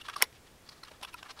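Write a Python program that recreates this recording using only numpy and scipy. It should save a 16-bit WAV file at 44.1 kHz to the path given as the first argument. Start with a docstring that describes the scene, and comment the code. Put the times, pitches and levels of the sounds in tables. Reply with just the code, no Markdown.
"""Scissors through thin cardboard

Close on steel scissors cutting thin cardboard over a table in a quiet room. Crunches are bursts of breaking fibres
that crackle and shake the sheet; many make the blades ring faintly, others are without blade ring.
Some breaks add a short ping. The first cut ends in one loud snap as the blades close through the edge; after a
pause a second, gentler cut begins. Table and hands reflect at short distance, over steady rumble and hiss."""
import sys
import numpy as np
from scipy import signal
from scipy.fft import rfft, irfft
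from scipy.io import wavfile
from scipy.ndimage import uniform_filter1d

SR = 44100
rng = np.random.default_rng(int(sys.argv[2]) if len(sys.argv) > 2 else 0)


def wav_out(sig):
    """Save sig, one row per channel (or a flat mono array), as 16-bit PCM at SR to the path in sys.argv[1]."""
    wavfile.write(sys.argv[1], SR, np.round(np.clip(np.atleast_2d(sig).T, -1, 1) * 32767).astype(np.int16))


N = 61739

# steady background of the room, its colour: pitch_hz, level_db
BACKGROUND_COLOUR = [(20, -4), (80, 0.5), (150, -5.5), (400, -7), (1100, -12.5), (3500, -17.5),
                     (10000, -23.5), (15500, -29.5)]
BACKGROUND_DB = -58.5

# bursts of breaking fibres: mean rate, and decibels multiplying a random size of mean 1
FIBRES_PER_S, FIBRE_SCATTER_DB = 9000, 1.57
# the edge catches and slips: decibels per standard deviation, and averaging length of the clumps
CATCH_DB, CATCH_S = 1.95, .001

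# colour of tearing fibres: pitch_hz, level_db
TEAR_COLOUR = [(300, -35), (900, -8), (1800, 6), (2900, 4), (5600, 3), (6600, -5), (10000, -5),
               (16000, -28)]
# nominal hump width as a share of its centre, and share of plain tearing under it; damping scales both
CRACKLE_WIDTH, CRACKLE_BASE = 0.34, 0.47

# modes of the held sheet: pitch_ratio (of its resonance), width_ratio (of its resonance, at damping 1), level_db
SHEET_MODES = [(.45, 0.21, -8), (1.0, 0.43, 10), (1.36, 0.21, 0.5), (1.8, 1, -4), (.74, 0.41, 1.5)]
SHEET_LEAD_S = 0.001914  # head start at damping 1, so that the slowly swelling modes crest with the crackle

# crunches of breaking fibres without blade ring: middle_s, spread_s, sheet_db, crackle_hz (hump centre), crackle_db
RINGLESS_CRUNCHES = [ (.005, .0045, -60, 2800, -55.5), (.06, .011, -52, 3360, -50),
                     (.115, 0.012, -53.5, 2580, -60), (0.14, 0.006, -48.5, 3020, -46),
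                     (0.205, 0.0082, -53.5, 3440, -52.5), (0.328, 0.0014, -75, 2630, -55),
                     (.359, 0.01, -83, 3000, -60), (0.474, 0.0074, -68, 2970, -61),
                     (0.673, 0.009, -65.5, 4260, -61), (0.726, 0.01, -59, 4350, -57),
                     (0.775, 0.02, -65.5, 4130, -64), (0.881, 0.01, -55, 2820, -55.5),
                     (0.944, 0.021, -61.5, 3360, -65), (1.087, 0.01, -54, 3020, -53.5),
                     (1.189, .012, -59, 3430, -53.5), (1.262, 0.012, -51.5, 2400, -56.5),
                     (1.38, 0.0092, -54, 4300, -58)]
RINGLESS_SHEET_HZ = 1220

# crunches of the blades in the board: middle_s, spread_s, sheet_hz, sheet_db, crackle_hz (hump centre),
# crackle_db, steel_db, damping (ratio: under 1 rings, over 1 is dry)
BLADE_CRUNCHES = [ (0.0157, 0.0039, 1400, -56, 3300, -47.5, -62.5, 0.41),
                  (0.0866, 0.0025, 1070, -45, 2820, -41, -54, 1.2),
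                  (0.099, 0.0048, 1205, -41, 2500, -44, -62, 1.4),
                  (0.1651, 0.003, 1130, -39.5, 4700, -42, -49.5, 0.93),
                  (.182, 0.011, 1010, -51, 3800, -50.5, -62.5, 1.4),
                  (0.2093, 0.002, 930, -38.5, 2500, -49.5, -66, 2.4),
                  (0.2192, 0.0015, 1450, -29, 4530, -34, -64, 1.2),
                  (0.694, 0.0035, 1090, -57, 4770, -44.5, -79, 0.57),
                  (0.837, 0.0029, 1380, -46, 4230, -49, -60, 1.19),
                  (0.852, 0.0045, 1470, -63, 4200, -54.5, -73, 0.93),
                  (0.917, 0.0039, 594, -50.5, 2430, -53, -76, 1.46),
                  (1.015, 0.002, 650, -53.5, 4000, -52.5, -75, 1.22),
                  (1.0343, 0.0048, 950, -43, 2930, -41, -50, 1.15),
                  (1.05, 0.0027, 1120, -42, 3170, -45.5, -53, 1.11),
                  (1.135, 0.0059, 1000, -65, 2700, -53, -61, 0.5),
                  (1.143, 0.0015, 1000, -49, 2840, -47.5, -51, 1.35),
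                  (1.231, 0.0019, 1105, -43, 2430, -43, -83, 1.63),
                  (1.303, 0.01, 1080, -49.5, 3300, -48.5, -82, 1.44),
                  (1.312, 0.0042, 1070, -51, 5000, -47, -89, 1.06),
                  (1.393, 0.0022, 920, -47.5, 3840, -44.5, -62, 0.78)]
# modes of the blades: pitch_hz, width_hz (when they snap shut), snap_db, scrape_db
BLADE_MODES = [(950, 180, -19, -25), (2175, 460, 0.5, -34), (2940, 93, -16, -19), (3493, 250, -14.5, -15),
               (5490, 410, -2, 5.5), (6470, 470, -13, -11), (8590, 860, -10.5, 5), (9360, 670, -11.5, 5),
               (10360, 710, -3, 5), (11180, 840, -3, 8.5), (12490, 650, -10.5, 0), (13600, 580, -11, -1),
               (14840, 410, -8, -8)]
SCRAPE_WIDTH = 0.56  # share of each blade mode's width at damping 1: open blades ring more freely

# short rings of board or blade: start_s, pitch_hz, level_db
FIBRE_PINGS = [ (0.0162, 2810, -44), (.0855, 1162, -39), (.086, 1547, -38), (.162, 1140, -33),
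               (.161, 5460, -43), (0.833, 1030, -51.5), (.834, 4140, -45), (1.034, 2615, -41),
               (1.049, 2620, -42.5), (1.049, 3410, -42.5), (1.1415, 2520, -42.5), (1.1412, 11180, -49),
               (1.143, 968, -44), (1.144, 1350, -42)]
PING_WIDTH_HZ = 120  # at 1 kHz; grows with the square root of pitch

# the closing snap; its spread and the jolt's only set loudness
SNAP_S, SNAP_SPREAD_S, SNAP_DB, SNAP_CRACK_DB = .223, 0.00065, -9.5, -17
# CHATTER_SHARE is relative to the single strike
CHATTER_FADE_S, CHATTER_SHARE, CRACK_DULL_HZ, CRACK_LOW_HZ = 0.0036, 0.046, 5900, 780
# the sheet's jolt as the cut frees it: pitch_hz, width_hz, level_db
JOLT_MODES = [(272, 106, -13), (494, 200, 0.5), (1030, 187, 5), (1400, 230, 0)]
JOLT_AFTER_S, JOLT_SPREAD_S, JOLT_DB = 0.003645, 0.00093, -24
# the freed strip flicks off
FLICK_S, FLICK_SPREAD_S, FLICK_HZ, FLICK_DB = .239, 0.0026, 4100, -38.5

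# early echoes from table and hands: pitch_hz, t60_s
NEAR_DECAYS = [(400, 0.11), (1400, 0.071), (4000, 0.058), (9000, 0.058), (14000, 0.065)]
NEAR_DB, NEAR_DELAY_S, NEAR_DULL_HZ = -18.5, 0.0019, 7100
# the faint room behind them
ROOM_DB, ROOM_T60_S, ROOM_DULL_HZ = -40.5, 0.28, 3800

TOP_HZ = 15700  # upper limit of the recorder


def undb(db):
    """Decibels to gain."""
    return 10 ** (np.asarray(db) / 20)


def unit(x):
    """Scale to unit energy."""
    return x / np.sqrt(np.sum(x ** 2) + 1e-30)


def burst(x, spread, db):
    """Give a burst of this spread its level at the crest."""
    return unit(x) * np.sqrt(2 * spread * SR) * undb(db)


def colour(x, points):
    """Filter by pitch and level points, joined along log frequency."""
    hz, db = np.array(points).T
    f = np.fft.rfftfreq(len(x), 1 / SR)
    gain = undb(np.interp(np.log(f + 1), np.log(hz), db))
    return irfft(rfft(x) * gain, len(x))


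def cut(x, hz, kind, order=2):
    """Low-pass or high-pass."""
    sos = signal.butter(order, min(hz, .45 * SR), kind, fs=SR, output="sos")
    return signal.sosfilt(sos, x)


def ring(x, hz, width):
    """One damped resonance, gain 1 at its centre."""
    hz = min(hz, .45 * SR)
    b, a = signal.iirpeak(hz, hz / width, fs=SR)
    return signal.lfilter(b, a, x)


def mode(x, hz, width):
    """Two equal resonances in a row: swells and fades, with steep flanks and unit energy."""
    return unit(ring(ring(x, hz, width), hz, width))


def background():
    """Steady room rumble and microphone hiss, as coloured noise."""
    noise = colour(rng.standard_normal(N), BACKGROUND_COLOUR)
    return unit(noise) * np.sqrt(N) * undb(BACKGROUND_DB)


def fibres(at, spread):
    """A swell of tiny random breaks, strongest at its middle, in clumps as the edge catches and slips."""
    t = np.arange(N) / SR
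    breaking = rng.random(N) < FIBRES_PER_S / SR
    size = rng.exponential(size=N)
    sign = rng.choice([-1, 1], N)
    catch = uniform_filter1d(rng.standard_normal(N), int(CATCH_S * SR) + 1)
    level_db = FIBRE_SCATTER_DB * size + CATCH_DB * catch / catch.std()
    swell = np.exp(-.5 * np.minimum(((t - at) / spread) ** 2, 100))
    return breaking * sign * undb(level_db) * swell


def sheet(breaks, sheet_hz, damping=1):
    """The breaks sound the held sheet's modes; drier breaks widen them and stir the side modes more."""
    early = np.roll(breaks, -int(SHEET_LEAD_S / np.sqrt(damping) * SR))
    out = np.zeros(N)
    for i, (ratio, width, db) in enumerate(SHEET_MODES):
        stir = 1 if i == 1 else damping  # mode 1 is the main one
        out += undb(db) * stir * mode(early, sheet_hz * ratio, sheet_hz * width * np.sqrt(damping))
    return out


def crackle(breaks, hz, damping=1):
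    """The dry sound of tearing, with a broad hump."""
    hump = ring(breaks, hz, hz * CRACKLE_WIDTH * damping)
    return colour(hump + CRACKLE_BASE * damping * breaks, TEAR_COLOUR)


def ringless_crunches():
    """Fainter or duller crunches: breaking fibres crackle and shake the sheet, without blade ring."""
    out = np.zeros(N)
    for at, spread, sheet_db, crackle_hz, crackle_db in RINGLESS_CRUNCHES:
        breaks = fibres(at, spread)
        out += burst(sheet(breaks, RINGLESS_SHEET_HZ), spread, sheet_db)
        out += burst(crackle(breaks, crackle_hz), spread, crackle_db)
    return out


def blade_crunches():
    """Breaking fibres crackle, shake the sheet and scrape the blades."""
    out = np.zeros(N)
    for at, spread, sheet_hz, sheet_db, crackle_hz, crackle_db, steel_db, damping in BLADE_CRUNCHES:
        breaks = fibres(at, spread)
        steel = sum(undb(db) * mode(breaks, hz, width * SCRAPE_WIDTH * damping)
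                    for hz, width, _, db in BLADE_MODES)
        out += burst(sheet(breaks, sheet_hz, damping), spread, sheet_db)
        out += burst(crackle(breaks, crackle_hz, damping), spread, crackle_db)
        out += burst(steel, spread, steel_db)
    return out


def pings():
    """A stiff bundle of fibres gives way at once and rings board or blade briefly; high pings die sooner."""
    out = np.zeros(N)
    for at, hz, db in FIBRE_PINGS:
        tap = signal.unit_impulse(N, int(at * SR)) + 1e-18  # the offset keeps the filter off vanishing numbers
        ping = mode(tap, hz, PING_WIDTH_HZ * np.sqrt(hz / 1000))
        out += ping / np.abs(ping).max() * np.sqrt(2) * undb(db)
    return out


def snap():
    """The blades clash shut and chatter, the last edge cracks, the sheet jolts and the strip flicks away."""
    age = np.arange(N) / SR - SNAP_S
    chatter = unit(rng.choice([-1, 1], N) * (age > 0) * np.exp(-np.abs(age) / CHATTER_FADE_S))
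    strike = signal.unit_impulse(N, int(SNAP_S * SR)) + CHATTER_SHARE * chatter
    steel = sum(undb(db) * mode(strike, hz, width) for hz, width, db, _ in BLADE_MODES)
    crack = cut(cut(chatter, CRACK_DULL_HZ, "low", order=1), CRACK_LOW_HZ, "high")
    push = signal.unit_impulse(N, int((SNAP_S + JOLT_AFTER_S) * SR))
    jolt = sum(undb(db) * mode(push, hz, width) for hz, width, db in JOLT_MODES)
    flick = crackle(fibres(FLICK_S, FLICK_SPREAD_S), FLICK_HZ)
    out = burst(steel, SNAP_SPREAD_S, SNAP_DB) + burst(crack, SNAP_SPREAD_S, SNAP_CRACK_DB)
    out += burst(jolt, JOLT_SPREAD_S, JOLT_DB)
    return out + burst(flick, FLICK_SPREAD_S, FLICK_DB)


def room(x):
    """Quick reflections close by and a faint longer tail, each a fading noise convolved with the sound."""
    t = np.arange(SR // 3) / SR

    def fade(t60):
        """Silence up to the first reflection, then a fall of 60 dB per t60."""
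        return np.exp(-np.log(1000) * t / t60) * (t > NEAR_DELAY_S)

    near = sum(ring(rng.standard_normal(len(t)), hz, hz / 2) * fade(t60) for hz, t60 in NEAR_DECAYS)
    far = rng.standard_normal(len(t)) * fade(ROOM_T60_S)
    echo = undb(NEAR_DB) * unit(cut(near, NEAR_DULL_HZ, "low", order=1))
    echo += undb(ROOM_DB) * unit(cut(far, ROOM_DULL_HZ, "low"))
    return x + signal.fftconvolve(x, echo)[:N]


def scene():
    """Both kinds of crunches, pings and the snap in the room, over its background."""
    scissors = ringless_crunches() + blade_crunches() + pings() + snap()
    return (room(scissors) + background())[None]


def record(dry):
    """The recorder cuts the top with a steep low-pass."""
    return signal.sosfilt(signal.ellip(10, .2, 80, TOP_HZ, fs=SR, output="sos"), dry)


dry = scene()
out = record(dry)
wav_out(out)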